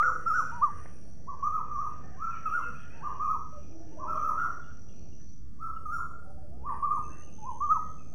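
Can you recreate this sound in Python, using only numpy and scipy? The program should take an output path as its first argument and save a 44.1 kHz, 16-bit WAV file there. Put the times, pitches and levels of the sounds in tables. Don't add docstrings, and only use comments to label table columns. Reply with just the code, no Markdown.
import sys
import numpy as np
from scipy import signal
from scipy.fft import rfft, irfft, next_fast_len
from scipy.io import wavfile
from scipy.ndimage import uniform_filter1d, map_coordinates

SR = 44100
rng = np.random.default_rng(int(sys.argv[2]) if len(sys.argv) > 2 else 0)


def put_to_file(sound):
    columns = np.atleast_2d(sound).T
    safe = np.clip(columns, -1, 1)
    whole_steps = np.round(safe * 32767)
    wavfile.write(sys.argv[1], SR, whole_steps.astype(np.int16))


def gain_from_db(level_db):
    decades = np.asarray(level_db, float) / 20
    return 10 ** decades


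N = 358974

# centre in Hz, width in Hz, level in dB.
THROAT = [(1950, 500, -57.5), (2800, 1200, -51.5), (5810, 830, -46), (7189, 810, -49), (9500, 1000, -48.5),
          (10800, 740, -52.5), (11470, 400, -52), (13000, 400, -57.5), (14020, 700, -57.5),
          (15300, 600, -55.5)]
# multiple of the pitch, level in dB.
OVERTONES = [(2, -0.5), (3, -19.5), (4, 7), (5, 3), (6, -17), (7, 0.5), (8, -15.5), (9, 4.5), (10, -11),
             (11, 4), (12, 1), (13, -4.5)]
# time in seconds, low overtones in dB, high overtones in dB.
BEAK_OPENING = [(.1, -0.5, -2.2), (.4, 1.5, 2.5), (.64, 5.5, 2.5), (1.3, -4.5, -3.5), (1.6, 0, -1.5),
                (1.8, 5.5, 3.5), (2.25, -3.5, -5), (2.55, -1, 1), (3.05, 3, -0.5), (3.3, 1, 0.5),
                (4.05, -1, -6.5), (4.25, 3, 1), (4.4, -2, 0), (5.63, 0, 1), (5.95, 1.5, 6),
                (6.7, -11, -9.5), (6.9, -15.5, -6.5), (7.47, 10.5, -1), (7.702, 3.5, -1.5)]
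# start in seconds, top pitch in Hz, peak in dB, pitch at the joint in Hz, level at the joint in dB.
OPENINGS = [(-.05, 1180, -15.5, 1203, -17), (0.257, 1380, -23.5, 1219, -23), (.515, 980, -38, 888, -38),
            (1.422, 1232, -25, 1212, -60.5), (1.707, 1200, -31.5, 1055, -33.5),
            (2.165, 1041, -53, 1091, -48), (2.452, 1298, -25.5, 1101, -42), (2.93, 936, -58.5, 837, -47.5),
            (3.192, 1260, -27.5, 1054, -29), (4.148, 1260, -33, 1170, -33.5),
            (4.285, 1304, -32.5, 1134, -43), (5.851, 1246, -32.5, 1187, -42),
            (6.82, 1218, -23.5, 1040, -34), (7.378, 881, -50.5, 836, -42), (6.55, 798, -65.5, 856, -54),
            (7.601, 1220, -25.5, 1090, -35)]
STRUCK_S = np.array([1.71, 2.452, 5.85])

# crest in seconds, crest pitch in Hz,
# peak in dB, downstroke over crest in dB, echo share in dB.
LOW_SHORT = [
    (0.639, 1231, -15.5, -13.5, -15.5),
    (1.295, 1161, -33, -6, -4.5),
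    (3.048, 1232, -36.5, 2, 4.5),
]
SHORT_SHAPE = dict(rise_s=0.03, rise_bend=1.3, fall_s=0.07, fall_bend=1.05, rest_hz=786,
                   release_db=18, scoop=0.45, opening_top=0.58, low_db=0, high_db=-2)
LOW_LAZY = [
    (4.009, 1185, -39.5, 6, 0.5),
    (6.672, 1224, -34, 5, 1),
    (7.475, 1082, -36, 4.5, -3),
]
LAZY_SHAPE = dict(rise_s=0.039, rise_bend=0.86, fall_s=0.068, fall_bend=0.954, rest_hz=804,
                  release_db=11.5, scoop=0.52, opening_top=0.37, low_db=-2, high_db=-2)
LOW_LONG = [
    (1.547, 1292, -27.5, -6, -2),
    (1.814, 1266, -31.5, -5.5, -4),
    (3.305, 1288, -26, -5, -3.5),
    (4.256, 1325, -28, -5.5, 1.5),
    (6.925, 1234, -21, -9.5, -7),
    (7.719, 1288, -16, -10.5, -10),
]
LONG_SHAPE = dict(rise_s=0.033, rise_bend=1.2, fall_s=0.068, fall_bend=1.4, rest_hz=853.7,
                  release_db=5, scoop=0.52, opening_top=0.54, low_db=8, high_db=0)
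HIGH_NEAR = [
    (.05, 1470, -24, 3.5, -8.5),
    (.362, 1507, -27, 7, -9),
]
NEAR_SHAPE = dict(rise_s=0.042, rise_bend=1.4, fall_s=0.08, fall_bend=1.4, rest_hz=742,
                  release_db=33, scoop=0.23, opening_top=0.49, low_db=13.5, high_db=4.5)
HIGH_BIRD = [
    (2.24, 1368, -32.5, -5, 0.5),
    (2.551, 1442, -27, 0, -5),
    (4.093, 1360, -34, -1, 4),
    (4.4, 1450, -32, 3.1, -1),
    (5.63, 1358, -39, -3.5, 3.5),
    (5.941, 1415, -32.5, -1.5, 0),
]
HIGH_SHAPE = dict(rise_s=0.049, rise_bend=1.3, fall_s=0.07, fall_bend=1.7, rest_hz=858,
                  release_db=15, scoop=0.23, opening_top=0.33, low_db=8, high_db=4)
# start in seconds, length in seconds, pitch in Hz, peak in dB.
ANSWERS = [
    (1.84, 0.044, 1222, -33.5),
    (2.289, 0.031, 1369, -36),
    (5.697, 0.086, 1343, -37.5),
]
ANSWER_STANCE = (-6, -1, -1.6)
ANSWER_HIGH_HZ, ANSWER_DROOP_HZ = 1300, 43.95

# frequency in Hz, level in dB per Hz.
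LOW_BREATH = [(9900, -43), (10400, -1), (10850, 1.5), (11300, -19.5), (13100, -29.5), (13600, -5.5),
              (14150, -5.5), (14700, -34)]
# frequency in Hz, level in dB per Hz.
HIGH_BREATH = [(7500, -59), (9000, -4.5), (10500, -0.5), (11800, -7.5), (12800, -14), (13800, -9),
               (15200, -3), (15700, 1.5)]
# frequency in Hz, seconds to fade by 60 dB.
YARD = [(700, 0.19), (1100, 0.48), (1450, 0.67), (3000, 0.039), (8000, 0.78), (15000, 0.17)]
# delay in seconds, level in dB.
WALLS = [(0.01, -11), (0.021, -6), (0.046, -9), (0.083, -18.5), (0.129, -13.5)]
# frequency in Hz, seconds to fade by 60 dB.
FAR_YARD = [(500, .3), (1500, .35), (2600, .45), (3500, .4)]

# frequency in Hz, level in dB per Hz.
HISS = [(500, -120), (1150, 7), (1700, -11.5), (3000, -14), (4100, -12), (4450, -9.5), (4800, -7),
        (6000, -10), (6400, -5), (6800, -15.5), (8800, -8), (9400, -19.5), (10500, -21), (12500, -28),
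        (13500, -37.5), (15600, -46)]
# time in seconds, change of the hiss in dB.
HISS_SWELL = [(0, 2.5), (1.2, 0), (2.6, 0.5), (3.7, -0.5), (4.4, 1.5), (5.2, -1.5), (5.5, 0), (6, -0.5),
              (6.5, -0.5), (7.2, 1), (8.1, 2)]
# time in seconds, traffic in dB, bustle in the hedge in dB.
AIR = [(.06, -59, -63.5), (.88, -59.5, -64.5), (1.11, -63.5, -77.5), (1.67, -60.5, -68), (2.69, -60, -61.5),
       (3.18, -60.5, -66.5), (3.75, -61, -81), (4.04, -54.5, -71), (4.19, -59, -63.5), (4.57, -56.5, -64.5),
       (4.8, -62.5, -78), (4.95, -63.5, -83), (5.2, -65, -97), (5.45, -85, -86), (5.6, -67.5, -80),
       (5.84, -60.5, -85), (6.45, -61, -93.5), (6.95, -58.5, -70.5), (7.2, -59, -88.5), (8.08, -63, -87.5)]
# frequency in Hz, level in dB per Hz.
RUMBLE = [(12, -37.5), (20, -11.5), (27, -17.5), (71, -9.5), (98, -15.5), (145, -15.5), (183, -18.5),
          (274, -23.5), (385, -33), (450, -37.5), (580, -55.5), (990, -120)]
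# frequency in Hz, level in dB per Hz.
TRAFFIC = [(100, -120), (200, -11.5), (330, 2.5), (600, 0.5), (850, -6), (1100, -35), (1500, -21),
           (2000, -34), (3000, -120)]
# frequency in Hz, level in dB per Hz.
LEAVES = [(600, -120), (1000, -22.5), (1500, -1), (1950, -4.5), (2200, -23.5), (2500, -37.5), (3500, -120)]
# frequency in Hz, level in dB per Hz.
TWITTER = [(1500, -120), (2200, -7.5), (2480, 7.5), (2680, -10), (2840, 4), (2990, -15), (3180, -5),
           (3320, -16.5), (3450, -10.5), (3650, -24), (4200, -26.5), (5500, -120)]
# start in seconds, hold in seconds, level in dB.
TWITTER_BOUTS = [
    (0, 0.87, -74),
    (1.42, 0.77, -77),
    (2.2, 1, -70.5),
    (3.25, 1, -76.5),
    (4.12, 0.14, -69.5),
    (4.58, 0.52, -81.5),
    (6.65, 0.39, -79),
    (7.05, 0.56, -89),
    (7.9, 0.49, -89.5),
]
# start in seconds, hold in seconds, level in dB.
HIGH_BURSTS = [
    (0, 1.08, -75.5),
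    (2.495, 0.34, -77.5),
    (4.2, 0.3, -82.5),
    (5.8, 0.33, -78.5),
    (6.2, 0.29, -78.5),
    (6.724, 0.46, -73.5),
    (7.3, 0.5, -76),
]

# time in seconds, peak in dB, thud in dB.
TICKS = [
    (0.0253, -21, 14.5),
    (0.857, -34.5, 21),
    (1.699, -56, -1),
    (4.4646, -43, -4),
    (4.7197, -71, -4),
    (6.692, -46, -6),
    (6.9703, -58.5, 2),
]
# start in seconds, hold in seconds, level in dB.
RUSTLES = [
    (6.692, 0.054, -57),
    (6.745, .05, -60),
    (7.1, .11, -65),
    (5.2, 0.017, -73),
]

# start in seconds, length in seconds, first Hz, last Hz, peak in dB.
COOS = [(.03, .1, 499, 517, -45.5), (.145, .06, 497.5, 493, -51), (2.65, 0.089, 497, 486, -53.5),
        (3.522, .11, 608, 572, -52.5), (3.71, 0.45, 330, 296.6, -52.5), (3.737, 0.13, 642, 697, -55.5),
        (3.971, 0.21, 613, 623, -46), (4.122, 0.066, 641, 618, -50), (4.199, 0.19, 605, 590, -54),
        (3.916, 0.089, 880, 886, -58), (6.247, 0.1, 750, 790, -58), (6.37, .06, 770, 750, -58),
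        (6.27, 0.12, 570, 610, -56), (6.42, .07, 610, 570, -53), (6.49, .09, 571, 790, -57),
        (6.31, 0.15, 1350, 1800, -78), (6.53, .12, 1200, 1400, -72), (4.708, .022, 1600, 1430, -59),
        (.21, .065, 500, 500, -52), (.31, .03, 500, 500, -54), (.365, .085, 500, 500, -55),
        (7.75, .15, 1900, 1900, -68), (2.115, .055, 720, 780, -55)]
# start in seconds, length in seconds, first Hz, last Hz, peak in dB.
TWEETS = [(2.033, 0.057, 1795, 1810, -56.5), (2.302, 0.065, 2670, 2234, -54.5),
          (2.457, 0.04, 2640, 2540, -51.5), (2.582, 0.094, 2097, 2094, -60),
          (2.618, 0.052, 2720, 2586, -53), (2.748, 0.038, 2445, 2690, -54), (2.76, 0.057, 3260, 3180, -67),
          (2.901, 0.054, 2440, 2674, -55), (4.637, 0.018, 2870, 2770, -63), (5.122, 0.015, 2900, 2680, -62),
          (5.749, 0.037, 2880, 2837, -71), (6.777, 0.19, 2340, 2465, -71.5), (4.16, 0.026, 3290, 3170, -65),
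          (4.165, .03, 2490, 2380, -67), (4.382, 0.049, 3480, 3300, -73), (4.39, 0.028, 2740, 2920, -65),
          (4.609, 0.035, 3430, 3400, -69.5), (4.648, 0.026, 3280, 3170, -75),
          (4.88, 0.029, 3460, 3200, -71), (4.887, 0.025, 2820, 2780, -65.5),
          (4.933, 0.0455, 2530, 2470, -72), (4.926, 0.047, 4180, 4150, -81.5),
          (2.347, 0.037, 2980, 2800, -65), (2.53, 0.053, 2750, 2915, -66),
          (2.473, 0.047, 3190, 3080, -69.5), (2.92, 0.04, 3160, 3150, -71),
          (7.703, 0.061, 2490, 2610, -71.5), (7.86, 0.036, 3180, 3110, -72), (7.907, 0.1, 3224, 3170, -86),
          (7.979, 0.071, 2610, 2440, -68)]
# time in seconds, pitch in Hz, level in dB.
WARBLE = [
    [(7.0, 2560, -76), (7.06, 2620, -61), (7.1, 2600, -62), (7.15, 2690, -63), (7.205, 2640, -65),
     (7.25, 2930, -64), (7.29, 2580, -65), (7.31, 2520, -74)],
    [(7.325, 2580, -66), (7.362, 3050, -68), (7.379, 3900, -81), (7.395, 2880, -64), (7.43, 2540, -68),
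     (7.48, 2520, -71), (7.52, 3020, -69), (7.58, 3170, -73), (7.69, 3120, -72)],
]


def unit(x):
    return x / np.sqrt(np.mean(x ** 2) + 1e-20)


def along(points, hz):
    f, v = np.transpose(points)
    return np.interp(np.log(hz + 1), np.log(f + 1), v)


def curves(rows):
    s, *cols = np.transpose(rows)
    return [np.interp(np.arange(N) / SR, s, c) for c in cols]


def wobble(rate):
    knots = rng.standard_normal(int(N * rate / SR) + 4)
    return map_coordinates(knots, [np.arange(N) * rate / SR])


def rush(gain, patchy_db):
    z = signal.stft(rng.standard_normal(N + 512), nperseg=512)[2]
    field = uniform_filter1d(rng.standard_normal(z.shape), 2, 0)
    field = uniform_filter1d(field, 24, 1)
    x = signal.istft(z * gain_from_db(patchy_db * unit(field)), nperseg=512)[1]
    m = next_fast_len(len(x))
    coloured = rfft(x, m) * gain(np.fft.rfftfreq(m, 1 / SR))
    return unit(irfft(coloured, m)[:N])


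def hump(hz, centre_hz, width_hz):
    return 1 / (1 + (2 * (hz - centre_hz) / width_hz) ** 4)


def bouts(rows, rise_db_per_s, fall_db_per_s):
    t = np.arange(N) / SR
    levels = []
    for s, hold, db in rows:
        drop = np.maximum(rise_db_per_s * (s - t), fall_db_per_s * (t - s - hold))
        levels.append(db - drop.clip(0))
    return np.max(levels, axis=0)


def whistle(rows, edge):
    s, hz, db = np.transpose(rows)
    t = np.arange(max(s[0], 0), s[-1], 1 / SR)
    pitch = uniform_filter1d(np.interp(t, s, hz), int(0.01 * SR), mode="nearest")
    fade = np.clip(np.minimum(t - s[0], s[-1] - t) / edge, 0, 1)
    smooth_db = uniform_filter1d(np.interp(t, s, db), int(0.0041 * SR), mode="nearest")
    level = gain_from_db(smooth_db) * np.sin(np.pi / 2 * fade) ** 2
    phase = 2 * np.pi * (np.cumsum(pitch) / SR + rng.random())
    return max(round(s[0] * SR), 0), pitch, phase, level


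def add(track, start, x):
    track[start:start + len(x)] += x[:len(track) - start]


def yard(decay, walls):
    hz, t, z = signal.stft(rng.standard_normal(SR * 3 // 4), SR, nperseg=256)
    fading = gain_from_db(-60 * t / along(decay, hz)[:, None]) * (1 - np.exp(-t / 0.015))
    tail = signal.istft(z * fading, SR, nperseg=256)[1]
    slaps = np.zeros(len(tail))
    for s, db in walls:
        slaps[int(s * rng.uniform(0.85, 1.15) * SR)] += gain_from_db(db + rng.normal(0, 1.3))
    dull_slaps = signal.lfilter(*signal.butter(2, 7000, fs=SR), slaps)
    echo = tail / np.linalg.norm(tail) + dull_slaps
    return echo / np.linalg.norm(echo)


def chirp(crest_s, crest_hz, db, after_db, rise_s, rise_bend, fall_s, fall_bend, rest_hz,
          release_db, scoop, opening_top):
    rows, joint_s, u = [], crest_s - rise_s, np.linspace(0, 1, num=11)
    rise_hz, depth_db = 355, 33.5
    for s, top_hz, held_db, joint_hz, joint_db in OPENINGS:
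        if 0.07 < crest_s - s < 0.16:
            scooped = np.abs(STRUCK_S - s).min() > 0.01
            low_hz = scoop * (top_hz - rest_hz) * scooped
            part = np.sort([0, opening_top / 2, opening_top, 0.31])
            bends_hz = [top_hz - low_hz, top_hz - 0.22 * low_hz, top_hz, joint_hz]
            hz = np.interp(part, [0, opening_top / 2, opening_top, 1], bends_hz)
            rows = [(s + p * (joint_s - s), f, held_db) for p, f in zip(part, hz)]
            rise_hz, depth_db = crest_hz - joint_hz, db - joint_db
    back = u[:0:-1]
    up = zip(crest_s - rise_s * back, crest_hz - rise_hz * back ** rise_bend, db - depth_db * back ** 2.3)
    fade_db = after_db * np.sin(np.pi / 2 * np.minimum(u / 0.5, 1)) ** 2
    fade_db = fade_db - release_db * np.maximum(u - 0.46, 0) * 2
    fall_hz = crest_hz - (crest_hz - rest_hz) * u ** fall_bend
    return rows + list(up) + list(zip(crest_s + fall_s * u, fall_hz, db + fade_db))


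def calls():
    s, low_db, high_db = np.transpose(BEAK_OPENING)
    low_bird = [(0, LOW_SHORT, SHORT_SHAPE), (0, LOW_LAZY, LAZY_SHAPE), (0, LOW_LONG, LONG_SHAPE)]
    high_bird = [(1, HIGH_NEAR, NEAR_SHAPE), (1, HIGH_BIRD, HIGH_SHAPE)]
    for bird, table, shape in low_bird + high_bird:
        form = {k: v for k, v in shape.items() if k not in ("low_db", "high_db")}
        for *arch, echo_db in table:
            low = echo_db + np.interp(arch[0], s, low_db) + shape["low_db"]
            high = echo_db + np.interp(arch[0], s, high_db) + shape["high_db"]
            yield bird, chirp(*arch, **form), (echo_db, low, high)
    for start, length, hz, db in ANSWERS:
        end_hz = hz - ANSWER_DROOP_HZ
        rows = [(start, end_hz, db), (start + length / 2, hz, db), (start + length, end_hz, db)]
        yield int(hz > ANSWER_HIGH_HZ), rows, ANSWER_STANCE


def breath(blowing, colour, db, linger_s):
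    t = np.arange(SR // 4) / SR
    linger = unit(gain_from_db(-120 * t / linger_s) * (1 - np.exp(-t / 0.02))) / 60
    power = signal.fftconvolve(blowing ** 2, linger)[:N]
    hiss = rush(lambda hz: gain_from_db(along(colour, hz)) * (hz > 7000), patchy_db=7.5)
    return gain_from_db(db) * np.sqrt(np.abs(power)) * hiss


def sparrows():
    out, blowing = np.zeros(N), np.zeros((2, N))
    order, order_db = np.transpose(OVERTONES)[..., None]
    for bird, rows, (echo_db, low_db, high_db) in calls():
        start, pitch, phase, level = whistle(rows, edge=0.01)
        throat = sum(gain_from_db(db) * hump(order * pitch, hz, width) for hz, width, db in THROAT)
        uneven_db = 2.5 * rng.standard_normal(order.shape)
        strength = gain_from_db(order_db + uneven_db + np.where(order > 6.5, high_db, low_db))
        effort = (level / level.max()) ** 0.5
        overtones = effort * level * np.sum(strength * throat * np.sin(order * phase), axis=0)
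        tone = level * np.sin(phase)
        add(out, start, (pitch / 1300) ** 0.8 * tone + overtones)
        beam = (pitch / 1300) ** 1.5 * np.clip(np.arange(len(tone)) / (0.0061 * SR), 0, 1) ** 2
        to_walls = beam * (gain_from_db(echo_db) * tone + gain_from_db(1.5) * overtones)
        add(out, start, signal.fftconvolve(to_walls, yard(YARD, WALLS)))
        add(blowing[bird], start, gain_from_db(high_db) * effort * level)
    out += breath(blowing[0], LOW_BREATH, db=-65, linger_s=0.24)
    return out + breath(blowing[1], HIGH_BREATH, db=-58, linger_s=0.25)


def breeze():
    return gain_from_db(-76 + curves(HISS_SWELL)[0]) * rush(lambda hz: gain_from_db(along(HISS, hz)), patchy_db=2.5)


def machine_hum():
    return gain_from_db(-61) * rush(lambda hz: hump(hz, centre_hz=75, width_hz=5.3), patchy_db=-2.9)


def swelling(db, colour, swell_db, patchy_db):
    swell = gain_from_db(db + swell_db * wobble(7.4))
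    return swell * rush(lambda hz: gain_from_db(along(colour, hz)) * (hz > 15), patchy_db)


def surroundings():
    traffic_db, bustle_db = curves(AIR)
    twitter_db = bouts(TWITTER_BOUTS, rise_db_per_s=69.5, fall_db_per_s=38.5)
    out = swelling(-48.5, RUMBLE, swell_db=0.8, patchy_db=0.99)
    out += swelling(traffic_db, TRAFFIC, swell_db=1.2, patchy_db=2.8)
    out += swelling(bustle_db, LEAVES, swell_db=1.5, patchy_db=3)
    return out + swelling(twitter_db, TWITTER, swell_db=2.5, patchy_db=4)


def strokes(rate_hz, drift, knots_per_s=7.1):
    return np.cumsum(rate_hz * (1 + drift * wobble(knots_per_s))) / SR


def insect_chorus():
    t = np.arange(N) / SR
    waking_db = -6.5 * np.exp(-t / 1)
    hush_db = -17 * np.clip((t - 5.31) / 0.2, 0, 1)
    change_db = waking_db + hush_db + 1.6 * wobble(1.7)
    throb = 1 + 0.31 * np.sin(2 * np.pi * strokes(65, 0.31))
    low = unit(throb * rush(lambda hz: hump(hz, 5846, 550), patchy_db=2.0))
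    high_db = bouts(HIGH_BURSTS, rise_db_per_s=120, fall_db_per_s=69.5) + 1.3 * wobble(2.5)
    high = rush(lambda hz: hump(hz, 9050, 330), patchy_db=2.5)
    thin = rush(lambda hz: hump(hz, 4450, 160) + 0.8 * hump(hz, 5100, 130) + 0.6 * hump(hz, 4750, 110),
                patchy_db=3.5)
    return gain_from_db(-66.5 + change_db) * low + gain_from_db(high_db) * high + gain_from_db(-82.0 + 0.26 * change_db) * thin


def ticks():
    out, t = np.zeros(N), np.arange(SR // 20) / SR
    for s, db, thud_db in TICKS:
        ringing = sum(np.sin(2 * np.pi * hz * t) for hz in (1620, 1850, 2080))
        snap = ringing * gain_from_db(db - 6.0 - 60 * t / 0.018)
        thud = np.sin(2 * np.pi * 620 * t) * gain_from_db(db + 9.5 + thud_db - 60 * t / 0.0026)
        dull_noise = signal.lfilter(*signal.butter(3, 3500, fs=SR), rng.standard_normal(len(t)))
        crack = gain_from_db(db + 1.5 - 60 * t / 0.006) * dull_noise
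        hit = (snap + thud + crack) * (1 - np.exp(-t / 0.001)) ** 3
        add(out, round(s * SR), hit)
        add(out, round(s * SR), gain_from_db(-10.0) * signal.fftconvolve(hit, yard(YARD, WALLS)))
    return out


def far_birds():
    out, songs = np.zeros(N), []
    for s, length, first_hz, last_hz, db in COOS + TWEETS:
        songs.append(([(s, first_hz, db), (s + length, last_hz, db - 2)], 1))
    songs += [(phrase, 0.62) for phrase in WARBLE]
    for rows, haze in songs:
        start, pitch, phase, level = whistle(rows, edge=0.0067)
        n = len(level)
        flutter = gain_from_db(3 * wobble(50)[:n])
        blur = haze * (pitch / 1000) ** 0.7 * 0.6
        direct = flutter * level * np.sin(phase + blur * wobble(80)[:n])
        add(out, start, direct / (1 + (pitch / 4000) ** 2))
        scattered = level * np.sin(phase + blur * wobble(250)[:n]) * (pitch / 1000) ** 0.8
        add(out, start, haze * gain_from_db(-8.5) * signal.fftconvolve(scattered, yard(FAR_YARD, walls=[])))
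    return out


def rustles():
    level = gain_from_db(bouts(RUSTLES, rise_db_per_s=899.0, fall_db_per_s=247))
    return level * rush(lambda hz: gain_from_db(along(LEAVES, hz)), patchy_db=-3.5)


def cricket():
    t, start_s = np.arange(N) / SR, 6.89
    pulses = np.sin(np.pi * strokes(76.4, 0.012)) ** 3
    song = np.abs(pulses) * np.sin(2 * np.pi * strokes(6255, 0.0022) + 1.1 * wobble(60))
    catches = sum(np.exp(-((t - 7.008 - k * 0.15) / 0.014) ** 2) for k in range(3))
    trill_db = -58 - 8.5 * (t - start_s) - 13 * catches
    rise = np.clip((t - start_s) / 0.26, 0, 1)
    return gain_from_db(trill_db + 1.3 * wobble(40)) * unit(song) * rise


def scene():
    air = breeze() + machine_hum() + surroundings() + insect_chorus()
    return (sparrows() + air + ticks() + far_birds() + rustles() + cricket())[None]


def low_pass(x):
    return signal.sosfilt(signal.butter(12, 15710, fs=SR, output="sos"), x)


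def record(dry):
    offset = 0.0258
    return low_pass(dry + offset)


dry = scene()
out = record(dry)
put_to_file(out)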